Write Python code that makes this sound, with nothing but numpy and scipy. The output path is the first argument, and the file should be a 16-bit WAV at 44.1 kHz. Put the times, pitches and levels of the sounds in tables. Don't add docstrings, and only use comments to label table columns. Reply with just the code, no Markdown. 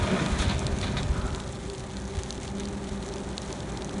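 import sys
import numpy as np
from scipy import signal
from scipy.fft import rfft, irfft
from scipy.io import wavfile

SR = 44100
rng = np.random.default_rng(int(sys.argv[2]) if len(sys.argv) > 2 else 0)


def dump(signal):
    limited = np.clip(np.atleast_2d(signal).T, -1, 1)
    pcm = np.round(limited * 32767).astype(np.int16)
    wavfile.write(sys.argv[1], SR, pcm)


N = 176400
T = np.arange(N) / SR


def amp(db):
    return 10 ** (np.asarray(db) / 20)


def unit_rms(x):
    return x / np.sqrt(np.mean(x ** 2) + 1e-20)


def level(points):
    return amp(np.interp(T, *np.transpose(points)))


def colour(x, points):
    hz, db = np.transpose(points)
    f = np.fft.rfftfreq(N, 1 / SR) + 1
    skirts = np.minimum(f / hz[0], 1) ** 2 * np.minimum(hz[-1] / f, 1)
    gain = amp(np.interp(np.log(f), np.log(hz), db))
    return unit_rms(irfft(rfft(x) * skirts * gain, N))


def noise():
    return rng.standard_normal(N)


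def wander(hz):
    lowpass = np.exp(-(np.fft.rfftfreq(N, 1 / SR) / hz) ** 2)
    return unit_rms(irfft(rfft(noise()) * lowpass, N))


def add(mix, start_s, sound):
    part = mix[max(round(start_s * SR), 0):][:len(sound)]
    part += sound[:len(part)]


def grains(per_s, spread_db, clump_db, clump_hz):
    size = amp(spread_db * np.minimum(rng.exponential(1, N), 4))
    hits = size * np.sign(noise()) * (rng.random(N) < per_s / SR)
    return hits * amp(clump_db * wander(clump_hz))


def swell(start_s, db, hold_s, fade_s, rise_s=0.0053):
    t = T - start_s
    return amp(db) * np.clip(t / rise_s, 0, 1) * np.exp(-np.maximum(t - hold_s, 0) / fade_s)


def walls(x, ring_db=-1, t60_s=0.23):
    t = T[:SR // 3]
    ring = rng.standard_normal(len(t)) * amp(-60 * t / t60_s)
    return x + amp(ring_db) * signal.fftconvolve(x, ring / np.linalg.norm(ring))[:N]


# (frequency [Hz], relative energy [dB], T60 [s])
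FLOOR_MODES = [(986, 0, 0.17), (1299, -1.5, 0.073), (1985, -5, 0.052), (2474, 1, 0.017),
               (3595, -0.5, 0.022), (4098, -8.5, 0.077), (4230, -3, 0.068)]


def steel_floor(x):
    t = T[:SR // 4]
    ring = sum(amp(db - 60 * t / t60_s) * np.sin(2 * np.pi * hz * t) / np.sqrt(t60_s)
               for hz, db, t60_s in FLOOR_MODES)
    return unit_rms(signal.fftconvolve(x, ring)[:N])


# (time [s], level [dB])
SLIDE_LEVEL = [(0, -33), (.1, -30.5), (.24, -31.5), (.28, -35.5), (.5, -38), (.6, -38), (.78, -43.5),
               (.9, -40.5), (1.1, -44), (1.35, -49), (1.55, -54), (4, -51)]
# (frequency [Hz], gain [dB])
SLIDE_SPECTRUM = [(60, -19), (200, 1.5), (380, 2), (500, 0), (660, 1.5), (800, -10), (1000, -6.5),
                  (1500, -7), (2300, -14), (2900, -13), (3700, -16.5), (5000, -20.5), (6500, -27),
                  (10000, -38)]


def slide(floor_db=-10.5):
    sand = grains(per_s=9000, spread_db=3.5, clump_db=1.5, clump_hz=59.7)
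    rush = colour(walls(sand), SLIDE_SPECTRUM) + amp(floor_db) * steel_floor(sand)
    return level(SLIDE_LEVEL) * rush


# (time [s], level [dB])
TRICKLE_LEVEL = [(0, -42), (.37, -42), (.405, -33), (.48, -46), (.85, -45), (1.1, -48), (2.8, -49.5),
                 (4, -48)]
# (frequency [Hz], gain [dB])
SAND_SPECTRUM = [(800, 0.5), (2000, 6.5), (2800, 0.5), (3500, 5), (4200, 3.5), (4900, -3), (6200, 2.5),
                 (8000, -1), (10000, -4)]


def trickle():
    sand = grains(per_s=5000, spread_db=2, clump_db=1.65, clump_hz=50)
    return level(TRICKLE_LEVEL) * colour(sand, SAND_SPECTRUM)


def machine_tone(hz, waver_rad):
    flutter = unit_rms(1 + 0.7 * waver_rad * wander(20))
    return np.sqrt(2) * np.cos(2 * np.pi * hz * T + waver_rad * wander(5.2)) * flutter


# (frequency [Hz], level [dB], waver [rad])
DRONE_TONES = [(59.95, -43.5, 0.42), (189.3, -54, 0.57), (378, -47.5, 0.73), (517, -53.5, 0),
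               (586, -61, 0.98), (796, -59.5, 0.2), (1000, -67.5, 0.8), (1182, -61, 0.87)]
# (time [s], level [dB])
HUM_LEVEL = [(0, -41), (.95, -39.5), (1.15, -49), (1.7, -54), (2.03, -39.5), (2.15, -47.5), (2.4, -49),
             (2.55, -36.5), (2.75, -35), (2.96, -39.5), (3.1, -55), (3.22, -40), (3.8, -46), (4, -36.5)]
# (time [s], level [dB])
HUM_OCTAVE_LEVEL = [(.4, -65), (.65, -42.5), (1.55, -60), (1.7, -41.5), (1.93, -59.5), (2.17, -42.5),
                    (2.38, -55), (2.6, -43), (2.9, -48.5), (3.1, -41.5), (3.38, -49.5)]
# (time [s], level [dB])
ENGINE_LEVEL = [(0, -38), (1.3, -37), (1.6, -41.5), (2.7, -39.5), (4, -36.5)]
# (frequency [Hz], gain [dB])
ENGINE_SPECTRUM = [(25, -9), (55, -2), (100, 0), (150, 0.5), (290, -3), (400, -4), (470, -12), (590, -6),
                   (700, -11.5), (830, -8), (1050, -15), (1600, -19), (2600, -30.5), (6000, -59)]


def truck(hum_hz=199.4, hum_waver_rad=0.41):
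    drone = sum(amp(db) * machine_tone(hz, waver_rad) for hz, db, waver_rad in DRONE_TONES)
    hum = level(HUM_LEVEL) * machine_tone(hum_hz, hum_waver_rad)
    octave = level(HUM_OCTAVE_LEVEL) * machine_tone(2 * hum_hz, hum_waver_rad)
    engine = level(ENGINE_LEVEL) * colour(noise(), ENGINE_SPECTRUM)
    return drone + hum + octave + engine


# (time [s], level [dB])
WIND_LEVEL = [(0, -30), (.2, -51), (.35, -31.5), (.75, -31), (.8, -37), (.88, -29.5), (1.35, -37.5),
              (1.6, -40.5), (2.3, -45), (2.6, -42.5), (4, -53)]
# (frequency [Hz], gain [dB])
WIND_SPECTRUM = [(15, -25), (30, -5), (55, 0.5), (90, 2), (140, 0), (300, -45)]
# (time [s], envelope peak [dB], frequency [Hz])
WIND_BUMPS = [(.035, -17.5, 68.4), (0.333, -18.5, 61.5), (0.408, -21.5, 52.4), (0.479, -19.5, 74.6),
              (0.733, -21, 59), (1.107, -18.5, 58), (1.252, -24, 50), (1.337, -23, 61), (2.184, -21.5, 78),
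              (2.922, -26.5, 61.4)]


def wind(lump_db=2.5, bump_cycles=0.78):
    turbulence = colour(noise(), WIND_SPECTRUM) * amp(lump_db * wander(14.5))
    out = level(WIND_LEVEL) * unit_rms(turbulence)
    for time_s, db, hz in WIND_BUMPS:
        cycles = (T - time_s) * hz
        envelope = amp(db) * np.exp(-(cycles / bump_cycles) ** 2)
        out += envelope * np.sin(2 * np.pi * (cycles + rng.random()))
    return out


# (time [s], level [dB])
RUMBLE_LEVEL = [(0, -69), (.08, -40), (.13, -26.5), (.18, -36), (.25, -26), (.35, -37), (.45, -34),
                (.56, -45), (.8, -40), (.96, -35), (1.15, -42.5), (1.3, -38), (1.55, -48)]
# (frequency [Hz], gain [dB])
RUMBLE_SPECTRUM = [(50, -25), (110, -3), (170, 5), (235, 1), (300, -9), (600, -43)]


def rumble():
    return level(RUMBLE_LEVEL) * colour(noise(), RUMBLE_SPECTRUM)


# (ratio to pitch, level [dB], decay [s])
TICK_MODES = [(1.011, -1.5, 0.0004), (1.54, -9, 0.00038), (1, -17.5, 0.0002)]
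TICK_RISE_S = 0.00016


def tick(db, hz, crunch_db=-11.5, crunch_s=0.0016):
    t = np.arange(900) / SR
    detune = 1 + 0.18 * rng.uniform(-1.4, 1, len(TICK_MODES))
    detune[0] = 1
    ring = sum(amp(mode_db) * np.exp(-t / decay_s) * np.sin(2 * np.pi * hz * ratio * shift * t)
               for (ratio, mode_db, decay_s), shift in zip(TICK_MODES, detune))
    ring *= np.minimum(t / TICK_RISE_S, 1)
    band = signal.butter(2, [2200, 8500], "band", fs=SR, output="sos")
    crunch = unit_rms(signal.sosfilt(band, rng.standard_normal(len(t)))) * np.exp(-t / crunch_s)
    return amp(db) * (ring / abs(ring).max() + amp(crunch_db) * crunch)


# (time [s], relative level [dB], pitch [Hz])
PEBBLE_HITS = [(0.2626, -21, 3740), (0.5333, -27.5, 3460), (0.593, -20.5, 6340), (0.6676, -16.5, 4160),
               (0.7871, -22, 6320), (0.8145, -20, 4200), (1.0316, -23, 4100), (1.3485, -22, 3900),
               (1.4017, -27, 3660), (1.7, -26, 4340), (1.7499, -34, 4000), (1.9694, -25.5, 4020),
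               (2.2346, -23, 6400), (2.3066, -18.5, 4100), (2.327, -26, 5840), (2.4324, -25, 6300),
               (2.4789, -25, 3470), (2.599, -24.5, 6170), (2.6349, -26.5, 3180), (2.6553, -23, 4300),
               (2.6862, -28.5, 6340), (3.0268, -27, 4070), (3.0887, -27, 6200), (3.139, -27.5, 5350),
               (3.3801, -18, 4000), (3.4192, -25, 6140), (3.5277, -23, 5930), (3.6045, -24.5, 3670),
               (3.7736, -23.5, 4090), (3.8216, -24.5, 3660), (3.8463, -24.5, 6160), (3.894, -25.5, 3240)]


def pebbles(near_gain_db=0.5, grit_per_s=90, grit_min_db=-38.5, grit_spread_db=3, grit_hz=(3560, 6780)):
    out = np.zeros(N)
    for time_s, db, hz in PEBBLE_HITS:
        add(out, time_s - TICK_RISE_S, tick(db + near_gain_db, hz))
    for when, size, kind, pitch in rng.random((int(grit_per_s * N / SR), 4)):
        db = grit_min_db - grit_spread_db * np.log(max(size, .07))
        hz = grit_hz[int(kind > .5)] * (1 + .4 * (pitch - .5))
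        add(out, when * N / SR, tick(db, hz))
    highpass = signal.butter(2, 2330, "high", fs=SR, output="sos")
    return signal.sosfilt(highpass, out)


# (time [s], pitch [Hz], level [dB])
GROAN_PATH = [(.03, 185.6, -48), (.135, 189, -25.5), (.16, 198, -32), (.18, 173.4, -42), (.22, 160.3, -26),
              (.32, 150.5, -64)]


def groan(jitter=0.027, rough_db=2, octave_db=-7.5):
    time_s, hz, db = np.transpose(GROAN_PATH)
    pitch_hz = np.interp(T, time_s, hz) * (1 + jitter * wander(60))
    phase = 2 * np.pi * np.cumsum(pitch_hz) / SR
    gain = amp(np.interp(T, time_s, db) + rough_db * wander(56)) * (T < time_s[-1])
    return np.sqrt(2) * gain * (np.sin(phase) + amp(octave_db) * np.sin(2 * phase))


# (start [s], level [dB], hold [s], fade [s])
SURGE_EVENTS = [(0.391, -34, 0.041, 0.062), (.483, -36.5, 0.034, 0.038), (0.825, -32.5, 0.017, 0.039),
                (0.965, -35, 0.024, 0.018), (2.16, -52, 0.033, 0.025), (2.59, -46, 0.022, 0.02)]
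# (frequency [Hz], gain [dB])
SURGE_SPECTRUM = [(200, -7), (600, 1), (1400, -2), (2200, -2), (2800, -5), (3700, 2.5), (5000, -10.5),
                  (6500, -14), (10000, -20)]


def surges(floor_db=-11):
    stones = grains(per_s=2700, spread_db=3.5, clump_db=3.0, clump_hz=160)
    gravel = colour(walls(stones), SURGE_SPECTRUM) + amp(floor_db) * steel_floor(stones)
    return gravel * sum(swell(*row) for row in SURGE_EVENTS)


# (time [s], level [dB])
SCRAPE_LEVEL = [(1.05, -75), (1.16, -42), (1.29, -45), (1.39, -46.5), (1.6, -73)]
# (frequency [Hz], gain [dB])
SCRAPE_SPECTRUM = [(700, -34), (1000, -4), (1130, -9), (1300, -3), (1520, -4), (1750, -32), (3000, -22)]


def scrape():
    return level(SCRAPE_LEVEL) * colour(walls(noise()), SCRAPE_SPECTRUM)


# (start [s], level [dB], hold [s], fade [s])
SPILL_EVENTS = [(2.144, -45, 0.048, 0.054), (2.395, -46.5, 0.054, 0.036), (2.576, -47, 0.031, 0.013)]


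def spills():
    sand = grains(per_s=1500, spread_db=7.0, clump_db=1.0, clump_hz=100)
    return colour(sand, SAND_SPECTRUM) * sum(swell(*row) for row in SPILL_EVENTS)


def scene():
    mix = slide() + trickle() + truck() + wind() + rumble() + pebbles()
    mix += groan() + surges() + scrape() + spills()
    return mix[None]


def record(dry, cutoff_hz=10450):
    lowpass = signal.firwin(401, cutoff_hz, window=("kaiser", 8), fs=SR)
    return signal.oaconvolve(dry, lowpass[None], "same")


dry = scene()
out = record(dry)
dump(out)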